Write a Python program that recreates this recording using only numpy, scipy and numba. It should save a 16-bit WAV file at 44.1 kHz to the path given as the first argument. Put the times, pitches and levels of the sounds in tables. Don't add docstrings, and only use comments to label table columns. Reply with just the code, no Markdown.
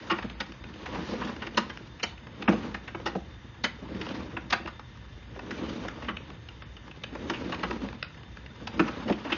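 import sys
import numpy as np
from scipy import signal
from scipy.io import wavfile
from scipy.ndimage import uniform_filter1d
from numba import njit

SR = 44100
rng = np.random.default_rng(int(sys.argv[2]) if len(sys.argv) > 2 else 0)


def materialize(psi):
    bounded = np.clip(np.atleast_2d(psi).T, -1, 1)
    quanta = np.round(bounded * 32767).astype(np.int16)
    wavfile.write(sys.argv[1], SR, quanta)


def magnitude_from_level(level_db):
    exponent = np.asarray(level_db, float) / 20
    return 10 ** exponent


N = 413216

# pitch_hz, density_db_per_hz
AIR_SPECTRUM = [(24, -29.5), (40, -8.5), (133, -4.5), (184, -15.5), (613, -32), (1680, -32), (2320, -41),
                (2880, -21.5), (3210, -36), (3650, -41), (6800, -42), (8840, -85.5), (15000, -120)]
AIR_DB = -49.5
# pitch_hz, width_hz, level_db
HUM_LINES = [(58.2, 5.5, -52), (72, 19, -55), (119.8, 8.8, -57), (1767, 380, -63.5), (2066, 49, -69.5),
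             (3587, 38, -66.5), (3780, 92, -77)]

# start_s, end_s, boom_db, scrape_re_boom_db, slowing_db_per_s
PULLS = [(0.078, 0.175, -48.5, 1.5, 37.5), (0.912, 1.29, -38, -5, 115), (1.485, 1.646, -44.5, -6, 39.5),
         (2.525, 2.59, -38, -7, 44), (3.096, 3.113, -47.5, -7, 55), (3.997, 4.176, -36, -9, 46),
         (5.58, 5.806, -36.5, -7.5, 28.5), (7.284, 7.442, -36.5, -7.5, 27.5),
         (7.655, 7.86, -43.5, -6.5, 108), (8.804, 8.963, -37.5, -6.5, 37.5),
         (9.322, 9.372, -54.5, 10.5, 50)]
SPEED_UP_DB_PER_S = 59
CREEP_BOOM_DB, CREEP_SCRAPE_DB = -57, -58
# pitch_hz, width_hz, level_db
PIPE_MODES = [(74, 24, -6.5), (190, 35.5, -2.5), (235, 31.4, 0.5), (316.4, 50.3, -2.5), (443, 141, -6.5),
              (533, 166, -8.5)]
# pitch_hz, density_db_per_hz
SCRAPE_SPECTRUM = [(290, -24), (500, 1.5), (733, -5.5), (817, 5.5), (2440, -5.5), (2810, -3), (4070, -9.5),
                   (6800, -18.5), (8840, -66.5), (15000, -120)]

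# start_s, peak_db, edge_re_peak_db, ring_hz, rattle_ms
SLAPS = [(0.097, -14.5, -12.5, 1120, 13), (0.183, -22.5, -26, 940, 4.4), (0.4, -19.5, -3, 1850, 6.9),
         (1.21, -24, -37, 1000, 9.6), (1.57, -10.5, -8, 1110, 7.4), (2.028, -16.5, -2.5, 2500, 7.7),
         (2.476, -11.5, -26, 1120, 6), (2.741, -22.5, -14.5, 1660, 5.6), (2.944, -23.5, -35, 940, 5.4),
         (3.056, -19.5, -7, 995, 10.3), (3.636, -15.5, -4.5, 1870, 8.4), (4.364, -22.5, -38, 1340, 6.4),
         (4.499, -26.5, 5, 2180, 8.2), (4.522, -11.5, -7, 1400, 8), (6.081, -21.5, -26, 1200, 7.6),
         (7.034, -23.5, -5, 3080, 4.3), (7.295, -16.5, -9.5, 1110, 5.4), (7.519, -23, -12, 830, 7),
         (7.628, -16.5, -16.5, 970, 8.1), (7.705, -23, -12, 990, 5.3), (8.025, -21, -3.5, 1600, 3),
         (8.669, -27, 0, 890, 5.6), (8.792, -13, -17.5, 1300, 5.2), (9.318, -15.5, -18, 2660, 7.3)]
SLAP_BODY_DB = -13
# start_s, peak_db, ring_hz, rattle_ms
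TAPS = [(0.223, -28.5, 1550, 5.9), (0.296, -32, 2800, 4), (0.856, -27.5, 1910, 5.6), (1.27, -30.5, 790, 5),
        (1.417, -27, 1550, 7.7), (1.464, -25.5, 1940, 6.0), (1.694, -29, 1540, 7.3),
        (1.772, -27, 1540, 1.4), (1.994, -34, 2580, 6.2), (2.42, -26.5, 2700, 4.8),
        (2.873, -28.5, 1900, 7.4), (4.01, -25.5, 2640, 5), (4.086, -32, 2700, 3.4), (4.657, -30, 1140, 3.6),
        (4.671, -26.5, 1250, 7.1), (5.505, -25, 1960, 5.5), (5.881, -23.5, 1680, 3.2),
        (6.042, -34.5, 2030, 7.3), (6.166, -26, 2730, 3.9), (6.484, -34, 2800, 4.7),
        (6.619, -32, 1530, 3.6), (7.329, -29, 2620, 12), (7.542, -26, 2480, 4.3), (7.886, -31, 2100, 1.6),
        (8.876, -26, 1200, 7.3), (9.121, -27, 2650, 5.6), (9.294, -26.5, 1580, 11)]
TAP_BODY_DB, TAP_EDGE_DB = -12.5, -12.5
BRIGHT_DB_PER_OCT = 2.5
# start_s, peak_db, ring_hz
TICKS = [(0.518, -35, 2620), (0.637, -32.5, 2690), (0.736, -40, 2580), (1.361, -34, 1760),
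         (1.543, -36.5, 2830), (2.174, -41, 2700), (2.266, -36.5, 1680), (3.944, -37.5, 2630),
         (4.792, -31.5, 820), (4.969, -42, 960), (5.226, -45, 1700), (6.299, -33.5, 1220),
         (6.765, -38, 2830), (6.877, -40, 925), (6.91, -37, 2720), (7.592, -34, 2120), (7.816, -36, 1500),
         (7.926, -34, 950), (8.043, -36.5, 1500), (8.142, -42, 1800), (8.172, -41, 1930), (8.23, -41, 2860),
         (8.368, -33.5, 1490), (8.459, -36.5, 2140), (8.557, -41.5, 840)]
TICK_BODY_DB, TICK_EDGE_DB, TICK_MS = -13, -10.5, 3.8
# start_s, peak_db, body_re_peak_db, rattle_ms
KNOCKS = [(0.921, -34, -2, 8.5), (0.943, -27.5, -6, 8.2), (1.289, -32, -4, 5.1), (2.52, -27.5, 5.5, 6.3),
          (2.629, -35, -8, 5.2), (2.998, -41, 7, 3.2), (3.15, -39, 19.5, 4.1), (4.063, -29.5, -4.5, 4.7),
          (5.359, -41, 6, 4.1), (5.389, -29, -9, 4.2), (5.847, -37, 8, 3.7), (5.981, -45, 11, 3.7),
          (6.017, -33, -3, 9), (7.148, -29.5, -2, 5), (7.495, -32, 2, 1.5), (7.84, -37, 0.6, 7.3),
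          (9.075, -25.5, -2, 10.1), (9.096, -22.5, 4.5, 4.5), (9.247, -31, 1.5, 5.4), (9.259, -30, -9, 9.9)]
KNOCK_EDGE_DB, KNOCK_HZ = -14, 870
# pitch_hz, width_hz, level_db
WALL_MODES = [(815, 140, 4), (1200, 685, 2.5), (1550, 480, 4), (1850, 180, 3.5), (2804, 257, 2.5)]
NEAR_DB_PER_OCT = 3
# pitch_hz, width_hz, level_db
EDGE_MODES = [(3440, 1510, 1), (4600, 2050, 0), (4914, 220, 4), (5400, 4200, -20)]

# start_s, peak_db, pitch_hz, rise_ms
THUMPS = [(0.112, -21, 335, 6.6), (0.242, -24, 220, 4.5), (0.403, -30, 216, 9), (0.983, -24, 177, 5.9),
          (1.084, -27.5, 195, 10.5), (1.127, -23, 228, 8), (1.57, -22, 224, 7.3), (2.03, -28.5, 446, 3.7),
          (2.483, -8.5, 216.7, 7.6), (2.521, -22.5, 247, 12), (2.946, -31.5, 343, 5.3),
          (3.058, -28.5, 347, 8), (3.155, -25, 190, 7.1), (3.639, -28, 240, 6.9), (3.945, -28, 203, 12),
          (4.189, -34, 203, 6), (4.364, -33, 334, 12), (4.521, -31.5, 258, 5), (5.625, -30, 235, 12),
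          (6.074, -30.5, 232, 16), (7.306, -24, 345, 5.9), (7.624, -27, 190, 10.6), (7.697, -27, 365, 13),
          (7.822, -24.5, 251, 17), (8.796, -10, 299, 8.2), (9.052, -23, 229.5, 17), (9.105, -15, 216, 5.6),
          (9.245, -29.5, 296, 24), (9.317, -24, 312, 7.6)]
# start_s, peak_db, pitch_hz
MORE_THUMPS = [(0.492, -37.5, 260), (1.361, -37, 288), (1.466, -38.5, 338), (1.802, -37.5, 213),
               (2.741, -33.5, 245), (3.442, -38, 230), (3.822, -36.5, 194), (4.108, -35.5, 205),
               (4.599, -34, 330), (4.65, -32, 322), (5.372, -35, 390), (6.291, -39.5, 296), (7.124, -33.5, 282),
               (7.423, -48, 294), (7.941, -36, 238), (8.38, -40, 149), (8.611, -35.5, 211)]
MORE_THUMP_MS = 5.2

ROOM_T60_S, ROOM_DULL_HZ, ROOM_DB = 0.28, 4930, -14

# low_hz, high_hz, share_of_time
HOLES = [(3230, 3350, .08), (4030, 4200, .4), (4700, 4850, .06), (5420, 5600, .3), (5600, 5900, .2),
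         (6150, 6350, .12)]
# start_s, end_s
PATCHY = [
    (0.09, 0.14),
    (0.34, 0.46),
    (0.6, 0.65),
    (2.0, 2.07),
    (2.43, 2.5),
    (6.1, 6.23),
    (7.25, 7.3),
    (8.05, 8.1),
    (8.7, 8.79),
    (9.24, 9.28),
]
PATCH_HZ, PATCH_SHARE = 330, .25
# start_s, end_s
TOP_LOST = [
    (6.62, 6.66),
    (8.023, 8.08),
]
TOP_HZ = 6800


def level(x, db):
    return x * magnitude_from_level(db) / np.sqrt(np.mean(x ** 2))


def top(x, db):
    return x * magnitude_from_level(db) / np.abs(x).max()


@njit
def svf(x, hz, width):
    y, band, low = np.empty(len(x)), 0., 0.
    g, k = np.tan(np.pi * hz / SR), width / hz
    for i in range(len(x)):
        v = (band + g * (x[i] - low)) / (1 + g * (g + k))
        band, low, y[i] = 2 * v - band, low + 2 * g * v, k * v
    return y


def svf_twice(x, hz, width):
    return svf(svf(x, hz, width), hz, width)


def ring(x, modes, detune=1.):
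    out = 0
    for k, (hz, width, db) in enumerate(modes):
        out = out + (-1) ** k * magnitude_from_level(db) * svf(x, detune * hz, 1. * width)
    return out


def walk(rate):
    hold = int(SR / rate)
    steps = np.repeat(rng.standard_normal(N // hold + 1), hold)
    w = uniform_filter1d(uniform_filter1d(steps, hold), hold)[:N]
    return w / w.std()


def grit(count, rate, spread_db):
    touch = rng.random(count) < rate / SR
    return touch * rng.standard_normal(count) * magnitude_from_level(spread_db * rng.exponential(size=count))


def bands(spectrum, flicker_db, rate, source):
    hz, db = np.transpose(spectrum)
    out = 0
    for f in hz[0] * 2 ** np.arange(0, np.log2(8000 / hz[0]), 1 / 3):
        band = svf_twice(source(), f, f / 3)
        band_db = np.interp(np.log(f), np.log(hz), db) + flicker_db * walk(rate)
        out = out + magnitude_from_level(band_db) * band
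    return out


def swell(t, tau, soft=0.93):
    return (t / tau * np.exp(1 - t / tau)) ** soft


def background():
    out = level(bands(AIR_SPECTRUM, 1., 7.1, lambda: rng.standard_normal(N)), AIR_DB)
    for hz, width, db in HUM_LINES:
        out = out + level(svf_twice(rng.standard_normal(N), 1. * hz, 1. * width), db)
    return out


def hauling():
    t = np.arange(N) / SR
    boom, scrape = magnitude_from_level(2 * CREEP_BOOM_DB), magnitude_from_level(2 * CREEP_SCRAPE_DB)
    for start, end, db, scrape_db, slowing in PULLS:
        before, after = np.maximum(start - t, 0), np.maximum(t - end, 0)
        power = magnitude_from_level(2 * (db - SPEED_UP_DB_PER_S * before - slowing * after))
        boom = boom + power
        scrape = scrape + power * magnitude_from_level(2 * scrape_db)
    return np.sqrt(boom), np.sqrt(scrape)


def drag():
    boom_gain, scrape_gain = hauling()
    jerks = magnitude_from_level(2.05 * walk(45))
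    boom = ring(grit(N, rate=1500, spread_db=2.0) * jerks, PIPE_MODES)
    pressure = jerks ** 0.4 * magnitude_from_level(1.6 * walk(120))
    scrape = bands(SCRAPE_SPECTRUM, 1.6, 30, lambda: pressure * grit(N, rate=12000, spread_db=1.))
    return level(boom, 0) * boom_gain + level(scrape, 0) * scrape_gain


def contacts():
    out = []
    for s, db, edge_db, hz, ms in SLAPS:
        out.append((s, db, SLAP_BODY_DB, edge_db, hz, ms))
    for s, db, hz, ms in TAPS:
        edge_db = TAP_EDGE_DB + BRIGHT_DB_PER_OCT * np.log2(hz / 1500)
        out.append((s, db, TAP_BODY_DB, edge_db, hz, ms))
    for s, db, hz in TICKS:
        out.append((s, db, TICK_BODY_DB, TICK_EDGE_DB, hz, TICK_MS))
    for s, db, body_db, ms in KNOCKS:
        out.append((s, db, body_db, KNOCK_EDGE_DB, KNOCK_HZ, ms))
    return out


def slaps():
    out = np.zeros(N + SR)
    t = np.arange(SR // 8) / SR
    dull = signal.butter(3, [620, 3600], "band", fs=SR, output="sos")
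    for s, db, body_db, edge_db, hz, ms in contacts():
        tau = max(1.3 * ms - 2.2, .6) / 1000

        def rattle(share):
            return grit(len(t), rate=16000, spread_db=1.) * swell(t, share * tau, soft=1.8)

        detune = 1 + .05 * rng.standard_normal()
        spot = [(f, w, g - NEAR_DB_PER_OCT * abs(np.log2(f / hz))) for f, w, g in WALL_MODES]
        struck = svf(rattle(1.1), 1. * hz, .25 * hz)
        wall = signal.sosfilt(dull, ring(rattle(1.), spot, detune) + magnitude_from_level(1.0) * struck)
        edge = ring(rattle(0.84), EDGE_MODES, detune)
        body = svf_twice(rattle(1.33), 520.0, 470.0)
        at = int(max(s + .0008 - .15 * tau, 0) * SR)
        out[at:at + len(t)] += top(wall, db) + top(edge, db + edge_db) + top(body, db + body_db)
    return out[:N]


def thumps():
    out = np.zeros(N + SR)
    t = np.arange(SR // 5) / SR
    for s, db, hz, ms in [*THUMPS, *[(*bump, MORE_THUMP_MS) for bump in MORE_THUMPS]]:
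        shape = swell(t, 0.91 * ms / 1000)
        cycles = hz * t * (1.06 - 2.3 * t) + rng.random()
        note = shape * np.sin(2 * np.pi * cycles)
        modes = ring(rng.standard_normal(len(t)) * shape ** 2, PIPE_MODES[1:])
        at = int(s * SR)
        out[at:at + len(t)] += top(note + top(modes, 2.3), db)
    return out[:N]


def room(x):
    t = np.arange(SR // 2) / SR
    onset = np.clip(t / .008, 0, 1)
    echo = rng.standard_normal(len(t)) * magnitude_from_level(-60 * t / ROOM_T60_S) * onset
    echo = signal.lfilter(*signal.butter(1, ROOM_DULL_HZ, fs=SR), echo)
    return x + magnitude_from_level(ROOM_DB) * signal.fftconvolve(x, echo / np.linalg.norm(echo))[:N]


def scene():
    return (room(slaps() + thumps()) + drag() + background())[None]


def band_of(x, low_hz, high_hz):
    return signal.sosfiltfilt(signal.butter(3, [low_hz, high_hz], "band", fs=SR, output="sos"), x)


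def soften(gate):
    return uniform_filter1d(1. * gate, size=400)


def within(spans):
    t = np.arange(N) / SR
    return sum((t > start) & (t < end) for start, end in spans) > 0


def dropouts(x):
    out = x
    for low, high, share in HOLES:
        luck = walk(12)
        out = out - band_of(out, low, high) * soften(luck < np.quantile(luck, share))
    patchy = within(PATCHY)
    for low in np.arange(3300, TOP_HZ, PATCH_HZ):
        luck = walk(45)
        lost = luck < np.quantile(luck, PATCH_SHARE * low / 5000)
        out = out - band_of(out, low, low + PATCH_HZ) * soften(patchy & lost)
    high = signal.sosfiltfilt(signal.butter(10, 5550, "high", fs=SR, output="sos"), out)
    return out - high * soften(within(TOP_LOST))


def top_cut(x):
    return signal.sosfilt(signal.butter(12, 7440, fs=SR, output="sos"), x)


def record(dry):
    mic = signal.sosfilt(signal.butter(3, 42, "high", fs=SR, output="sos"), dry)
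    cut = signal.sosfilt(signal.cheby1(14, .3, TOP_HZ, fs=SR, output="sos"), mic)
    mix = dropouts(cut)
    return top_cut(mix)


dry = scene()
out = record(dry)
materialize(out)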